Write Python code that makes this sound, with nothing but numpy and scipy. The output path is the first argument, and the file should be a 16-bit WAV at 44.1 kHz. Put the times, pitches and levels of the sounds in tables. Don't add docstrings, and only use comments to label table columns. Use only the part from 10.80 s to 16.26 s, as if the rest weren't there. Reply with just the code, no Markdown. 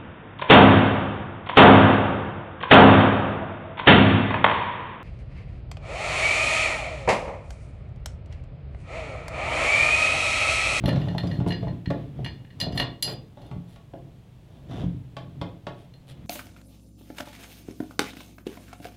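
import sys
import numpy as np
from scipy import signal
from scipy.fft import rfft, irfft
from scipy.io import wavfile

SR = 44100
rng = np.random.default_rng(int(sys.argv[2]) if len(sys.argv) > 2 else 0)


def waveform_to_disk(signal):
    frames = np.transpose(np.atleast_2d(signal))
    scaled = np.clip(frames, -1, 1) * 32767
    samples = np.round(scaled).astype(np.int16)
    wavfile.write(sys.argv[1], SR, samples)


N = 240816
TIME = np.arange(N) / SR
BAND_CENTRES_HZ = 26 * 2 ** (np.arange(19) / 2)

# (time [s], relative level [dB], contact [0 soft to 1 hard])
VALVE_KNOCKS = [(0.038, -20, 0.41), (0.079, -16.5, 0.35), (0.129, -24, 0.65), (0.159, -30.5, 0.87),
                (0.273, -30.5, 0.28), (0.349, -24.5, .3), (0.435, -24.5, .5), (0.602, -26, 0.51),
                (0.663, -19, 0.16), (0.828, -26.5, 0.31), (0.87, -27.5, 0.13), (1.1033, -18, 0.54),
                (1.389, -34.5, 0.07), (1.866, -29, 0.18), (1.998, -25.5, 1), (2.023, -27.5, 0.81),
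                (2.276, -29.5, 0.87), (2.572, -35.5, .4), (2.713, -31.5, 0.61), (2.96, -47, 1),
                (3.136, -33, 0.37), (3.913, -33.5, 0.71), (4.367, -29, 0.89), (4.614, -24, 0.76),
                (4.868, -26, 0.78)]
# (frequency [Hz], relative level [dB], free ring t60 [s])
STEEL_MODES = [(1700, -11, .16), (1785, -7, .16), (1908, -5, .2), (2293, -13, .15), (2790, -8, .12),
               (2864, -1, .25), (3090, -11, .16), (3260, -9, .16), (3494, -6, .32), (3670, -12, .18),
               (4040, -9, .09), (4137, -8, .26), (4208, -7, .5), (4285, -6, .26), (4390, -7, .12),
               (4857, -9, .4), (4885, -10, .16), (5490, -23, .25), (5735, -21, .18), (6130, -16, .28),
               (7399, -10, .26), (7712, -18, .28), (9313, -22, .18), (10850, -3, .06), (10975, 0, .12),
               (11070, -6, .15), (11585, -14, .35), (14280, -4, .14)]


def from_db(db):
    return 10 ** (np.asarray(db) / 20)


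def unit_rms(x):
    return x / np.sqrt(np.mean(x ** 2) + 1e-20)


def at_hz(points, hz):
    centres, values = np.transpose(points)
    return np.interp(np.log(hz), np.log(centres), values)


def morph(response, hz, share):
    response, share = np.array(response), np.clip(share, 0, 1)
    return (1 - share) * at_hz(response[:, [0, 1]], hz) + share * at_hz(response[:, [0, 2]], hz)


def bandpass(x, low_hz, high_hz):
    return signal.sosfilt(signal.butter(2, [low_hz, high_hz], "band", fs=SR, output="sos"), x)


def half_octave(x, hz):
    return bandpass(x, hz * 2 ** -.25, hz * 2 ** .25)


def coloured(x, spectrum):
    hz = np.linspace(1, SR / 2, 2049)
    cepstrum = irfft(np.log(from_db(at_hz(spectrum, hz))))
    cepstrum[1:len(hz) - 1] *= 2
    cepstrum[len(hz):] = 0
    impulse_response = irfft(np.exp(rfft(cepstrum)))
    return unit_rms(signal.oaconvolve(x, impulse_response)[:N])


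def clicks(times, sizes):
    return np.bincount(np.clip(np.round(times * SR).astype(int), 0, N - 1), sizes, N)


def ring(force, hz, t60):
    radius, angle = from_db(-60 / (t60 * SR)), 2 * np.pi * hz / SR
    return signal.lfilter([0, np.sin(angle)], [1, -2 * radius * np.cos(angle), radius ** 2], force + 1e-18)


def strike(times, level_db, modes, scatter_db, detune, ring_share=1, mode_ratio=-1):
    hz, db, t60 = np.transpose(modes)
    luck = rng.standard_normal((len(times), 2, len(hz)))
    sizes = from_db(np.transpose([level_db(f) for f in hz]) + db + scatter_db * luck[:, 0])
    sizes *= mode_ratio ** np.arange(len(hz))
    pitches = hz * (1 + detune * luck[:, 1])
    shares = np.clip(ring_share * np.ones(len(times)), .1, 2)
    out, click = np.zeros(N + SR), signal.unit_impulse(int(.7 * SR))
    for s, size, pitch, share in zip(times, sizes, pitches, shares):
        blow = sum(a * ring(click, f, t * share) for a, f, t in zip(size, pitch, t60))
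        start = max(0, round(s * SR))
        out[start:start + len(blow)] += blow
    return out[:N]


def crack(times, level_db, spectrum, t60):
    energy_decay = from_db(-120 / (t60 * SR))
    out, white = np.zeros(N), rng.standard_normal((2, N))
    for k, hz in enumerate(BAND_CENTRES_HZ[BAND_CENTRES_HZ > spectrum[0][0]]):
        energy = clicks(times, from_db(level_db(hz) + at_hz(spectrum, hz)) ** 2)
        envelope = np.sqrt(signal.lfilter([1], [1, -energy_decay], energy + 1e-18))
        out += half_octave(white[k % 2] * envelope, hz)
    return out


def still_air():
    # (frequency [Hz], relative level [dB])
    air_colour = [(25, -14), (50, -3), (80, -6.5), (128, 4), (200, -10), (300, -17), (400, -18.5),
                  (650, -23), (1500, -34.5), (3300, -34), (5000, -42.5), (15000, -49.5)]
    return from_db(-48.5) * coloured(rng.standard_normal(N), air_colour)


def pull_db(times):
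    # (time at full load [s], hold [s], load [dB])
    pulls = [(0.067, 0.15, -21), (0.448, 0.43, -27), (0.853, 0.017, -30), (1.143, 0.062, -28),
             (1.38, 0.098, -30), (1.844, 0.16, -29.5), (2.321, .03, -37.5), (2.72, 0.032, -36.5),
             (3.24, 0.016, -41), (4, 0.018, -26), (4.45, 0.26, -38.5), (5.42, .04, -34.5)]
    build_db_per_s, relax_db_per_s, grip_db = 111, 69, -54.5
    load_db = grip_db
    for start, hold, db in pulls:
        early, late = np.maximum(start - times, 0), np.maximum(times - start - hold, 0)
        load_db = np.maximum(load_db, db - build_db_per_s * early - relax_db_per_s * late)
    return load_db


def pipe_shudder():
    # (frequency [Hz], relative level [dB])
    shudder_colour = [(25, -48), (40, -23), (55, -1), (85, 1), (135, 10.5), (180, -1.5), (250, -4),
                      (400, -15), (800, -29), (1500, -34), (3500, -36), (8000, -67)]
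    return from_db(pull_db(TIME) - 4.5) * coloured(rng.standard_normal(N), shudder_colour)


def board_knocks():
    # (frequency [Hz], relative level [dB], t60 [s])
    board_modes = [(280.5, -1.5, 0.27), (337, -16.5, 0.17), (416, 0, 0.062), (489.7, -5, 0.12),
                   (585, -5, 0.37), (688, -0.5, 0.22), (776, -10.5, 0.16), (843, 0.5, 0.12), (967, -5, 0.1),
                   (1112, -5, 0.23)]
    # (frequency [Hz], soft knock [dB], hard knock [dB])
    board_response = [(350, 1.5, -9.5), (780, -0.5, -1), (1155, -18, 7.5), (2350, -38.5, -3)]
    # (frequency [Hz], relative level [dB])
    crack_colour = [(120, 6), (300, 7.5), (600, 5.5), (950, -4), (1400, -10.5), (2200, -2), (3300, 0),
                    (4600, -13), (7000, -23), (15000, -40)]
    times, db, hardness = np.transpose(VALVE_KNOCKS)
    level_db = lambda hz: db + morph(board_response, hz, hardness)
    body = strike(times, level_db, board_modes, scatter_db=2.5, detune=0.0092, mode_ratio=0.98)
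    body = bandpass(body, low_hz=203, high_hz=1590)
    return from_db(-14.5) * body + from_db(10) * crack(times, level_db, crack_colour, t60=0.039)


def wall_thumps():
    # (time [s], relative level [dB])
    thumps = [(0.056, -15), (0.302, -20), (0.445, -17), (0.589, -14.5), (0.621, -16.5), (0.929, -21),
              (1.074, -14), (1.824, -26.5), (1.932, -19.5), (2.268, -28.5), (2.764, -23.5), (3.943, -29),
              (4.04, -14.5), (4.063, -22), (4.146, -22)]
    # (frequency [Hz], relative level [dB], t60 [s])
    wall_modes = [(55, -9, .3), (76, -9, .15), (103, -3, .18), (132, -1, .3), (173, 0, .3), (222, -7, .12),
                  (281, -10, .25)]
    usual_pull_db, clamp_limit_db, settle_s = -32, -13.5, .035
    knock_s, knock_db, _ = np.transpose(VALVE_KNOCKS)
    jolt_db = np.minimum(knock_db + 5 + 0.51 * (pull_db(knock_s) - usual_pull_db), clamp_limit_db)
    slack = np.array([not any(0 < s - thump_s < settle_s for thump_s, _ in thumps) for s in knock_s])
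    times, db = np.hstack([np.transpose(thumps), [knock_s[slack], jolt_db[slack]]])
    boom = strike(times, lambda hz: db, wall_modes, scatter_db=-0.6, detune=0.0074, mode_ratio=0.97)
    return from_db(-7.5) * bandpass(boom, low_hz=62.7, high_hz=380)


def jaw_clinks():
    # (time [s], relative level [dB], hardness as treble tilt [dB/octave],
    # place [0 heel to 1 tip], ring time [share of the free ring])
    clinks = [(0.0578, -21, 2, 0.11, 0.22), (0.0897, -26, -3.5, 0.5, 0.81), (0.2152, -40.5, -5, 0.7, 0.37),
              (0.2841, -35.5, -4, 0.53, 0.55), (0.381, -20, -2.5, 0.25, 0.16),
              (0.4713, -36.5, 4, 0.93, 0.21), (0.5132, -36.5, -7, 0.36, 0.8), (0.6894, -36, 2, 0, 0.54),
              (0.7054, -28, -5.5, 0.17, 0.83), (0.7214, -30, -6, 0.93, 0.51),
              (0.8802, -43.5, -9.5, 0.14, 0.37), (1.0585, -35, -11.5, 0, 0.23), (1.107, -47, -21, .1, 0.31),
              (1.4457, -28, -0.5, 0.57, 0.71), (1.4617, -31, -6, 0.7, 0.35), (1.648, -55, -17, 0.36, 0.13),
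              (1.704, -49, -7.5, 0.6, 0.35), (1.8014, -21, 8.5, 0.97, 0.31), (1.8113, -16, 3, 0.043, 0.34),
              (1.9234, -38.5, 1, 0.96, 0.84), (1.9752, -17, 2, .4, .62), (1.9989, -14, -0.5, 0.52, 0.23),
              (2.2249, -14.5, 14.5, 0.61, 0.62), (2.6174, -48.5, 5.5, 0.54, 0.35),
              (2.6644, -52.5, 10, .6, .4), (5.138, -46.5, 3.5, 0.076, 0.16)]
    # (frequency [Hz], at the heel [dB], at the tip [dB])
    jaw_response = [(2000, -8.5, -7), (2750, -15, -5), (3700, -10, -7.5), (4000, -2, -17),
                    (4200, -0.5, -15), (4850, -28.5, 1.5), (7000, -32.5, -17), (10850, -20.5, -22.5),
                    (11400, -23.5, -36.5), (14300, -24, -36.5)]
    # (frequency [Hz], relative level [dB])
    crack_colour = [(700, 7.5), (1300, -5.5), (2000, -7.5), (2700, 8.5), (4400, -5), (6000, -4.5),
                    (8500, -14.5), (10500, -8), (12500, -32), (15000, -30)]
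    anchors_hz = [2000, 3200, 4200, 7200, 10900, 14300]
    tilt_pivot_hz, tilt_top_hz = 3900, 9000
    times, db, tilt, place, ring_share = np.transpose(clinks)
    octaves = lambda hz: np.log2(min(hz, tilt_top_hz) / tilt_pivot_hz)
    mode_db = lambda hz: db + morph(jaw_response, hz, place) + tilt * octaves(hz)
    ringing = strike(times, mode_db, STEEL_MODES, scatter_db=2, detune=0.0011, ring_share=ring_share)
    choked = strike(times, mode_db, STEEL_MODES, scatter_db=2, detune=.018, ring_share=0.13)
    blow_curves = np.transpose([mode_db(hz) for hz in anchors_hz])
    crack_db = lambda hz: np.array([np.interp(np.log(hz), np.log(anchors_hz), row) for row in blow_curves])
    attack = crack(times, crack_db, crack_colour, t60=0.026)
    return from_db(-3) * ringing + from_db(-0.5) * choked + from_db(5) * attack


def rust_scrapes(slips_per_s, spread_db):
    # (time [s], length [s], rub [dB], grit over rub [dB], steel ring over rub [dB])
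    scrapes = [(0.071, 0.028, -30.5, -23, -18), (0.099, 0.29, -44, -36, -26),
               (0.4, 0.21, -45.5, -23, -21.5), (.669, 0.033, -43.5, -3.5, -27),
               (1.788, 0.086, -40.5, -22, -24), (1.945, 0.092, -37, -36, -12),
               (2.227, 0.12, -40.5, -12, -8), (2.558, 0.18, -53, -32, -24), (2.863, 0.12, -66.5, 0.5, -5),
               (3.67, 0.23, -57.5, -23, -21), (3.884, .18, -41.5, -24, -37),
               (4.953, 0.11, -60.5, -5.5, -31), (5.267, 0.065, -59, 3.5, -7)]
    # (frequency [Hz], relative level [dB])
    grit_colour = [(800, -1.5), (2000, -5), (3600, 0), (6000, -14), (10000, -9.5), (15000, -26)]
    # (frequency [Hz], relative level [dB])
    rub_colour = [(150, -7), (260, 5), (380, -3), (650, 0.5), (1000, -10.5), (1500, -18), (2500, -23.5),
                  (3600, -14), (4300, -33), (6000, -30), (15000, -57.5)]
    progress = np.array([np.clip((TIME - s) / length, 0, 1) for s, length, *_ in scrapes])
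    strokes = np.sqrt(np.sin(np.pi * progress).clip(0))
    _, _, rub_db, grit_db, ring_db = np.transpose(scrapes)
    grit_gain, ring_gain, rub_gain = from_db([rub_db + grit_db, rub_db + ring_db, rub_db]) @ strokes
    slips = (rng.random(N) < slips_per_s / SR) * rng.choice([-1, 1], N)
    slips = slips * from_db(spread_db * np.minimum(rng.exponential(1, N), 4))
    ringing = sum((-1) ** k * from_db(db) * ring(slips, hz, t60 * 0.25)
                  for k, (hz, db, t60) in enumerate(STEEL_MODES))
    grit = coloured(slips * np.abs(slips), grit_colour)
    return grit_gain * grit + ring_gain * unit_rms(ringing) + rub_gain * coloured(slips, rub_colour)


def near_wall(x, gain_db, t60):
    delays_s = rng.uniform(0.00093, .03, size=40)
    sizes = from_db(gain_db - 60 * delays_s / t60) * rng.choice([-1, 1], len(delays_s))
    return x + signal.oaconvolve(x, clicks(delays_s, sizes)[:SR // 20])[:N]


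def room_echoes(x, predelay_s):
    # (frequency [Hz], t60 [s])
    room_t60 = [(100, 0.35), (300, 0.52), (1000, 0.33), (4000, 0.3), (8000, 0.14), (15000, 0.077)]
    age, white = TIME[:SR], rng.standard_normal((2, SR))
    tail = sum(half_octave(white[k % 2], hz) * from_db(-60 * age / at_hz(room_t60, hz))
               for k, hz in enumerate(BAND_CENTRES_HZ))
    fade_in = np.clip(age / predelay_s - 1, 0, 1)
    midrange_trim = np.sqrt(2 * np.log(1000) / (at_hz(room_t60, 1400) * SR))
    return signal.oaconvolve(x, tail * fade_in * midrange_trim)[:N]


def scene():
    steel = near_wall(jaw_clinks(), gain_db=-20.5, t60=0.18)
    board = near_wall(board_knocks(), gain_db=-25, t60=0.14)
    wall = wall_thumps()
    rust = rust_scrapes(slips_per_s=1200, spread_db=1.5)
    air = still_air()
    send = from_db(-3) * steel + from_db(-0.5) * board + from_db(-9) * wall + from_db(-3) * rust
    reverb = room_echoes(send, predelay_s=0.0036)
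    return (steel + board + wall + rust + reverb + pipe_shudder() + air)[None]


def record(dry):
    return signal.sosfilt(signal.ellip(10, .1, 80, 16000, fs=SR, output="sos"), dry)


dry = scene()
out = record(dry)
waveform_to_disk(out)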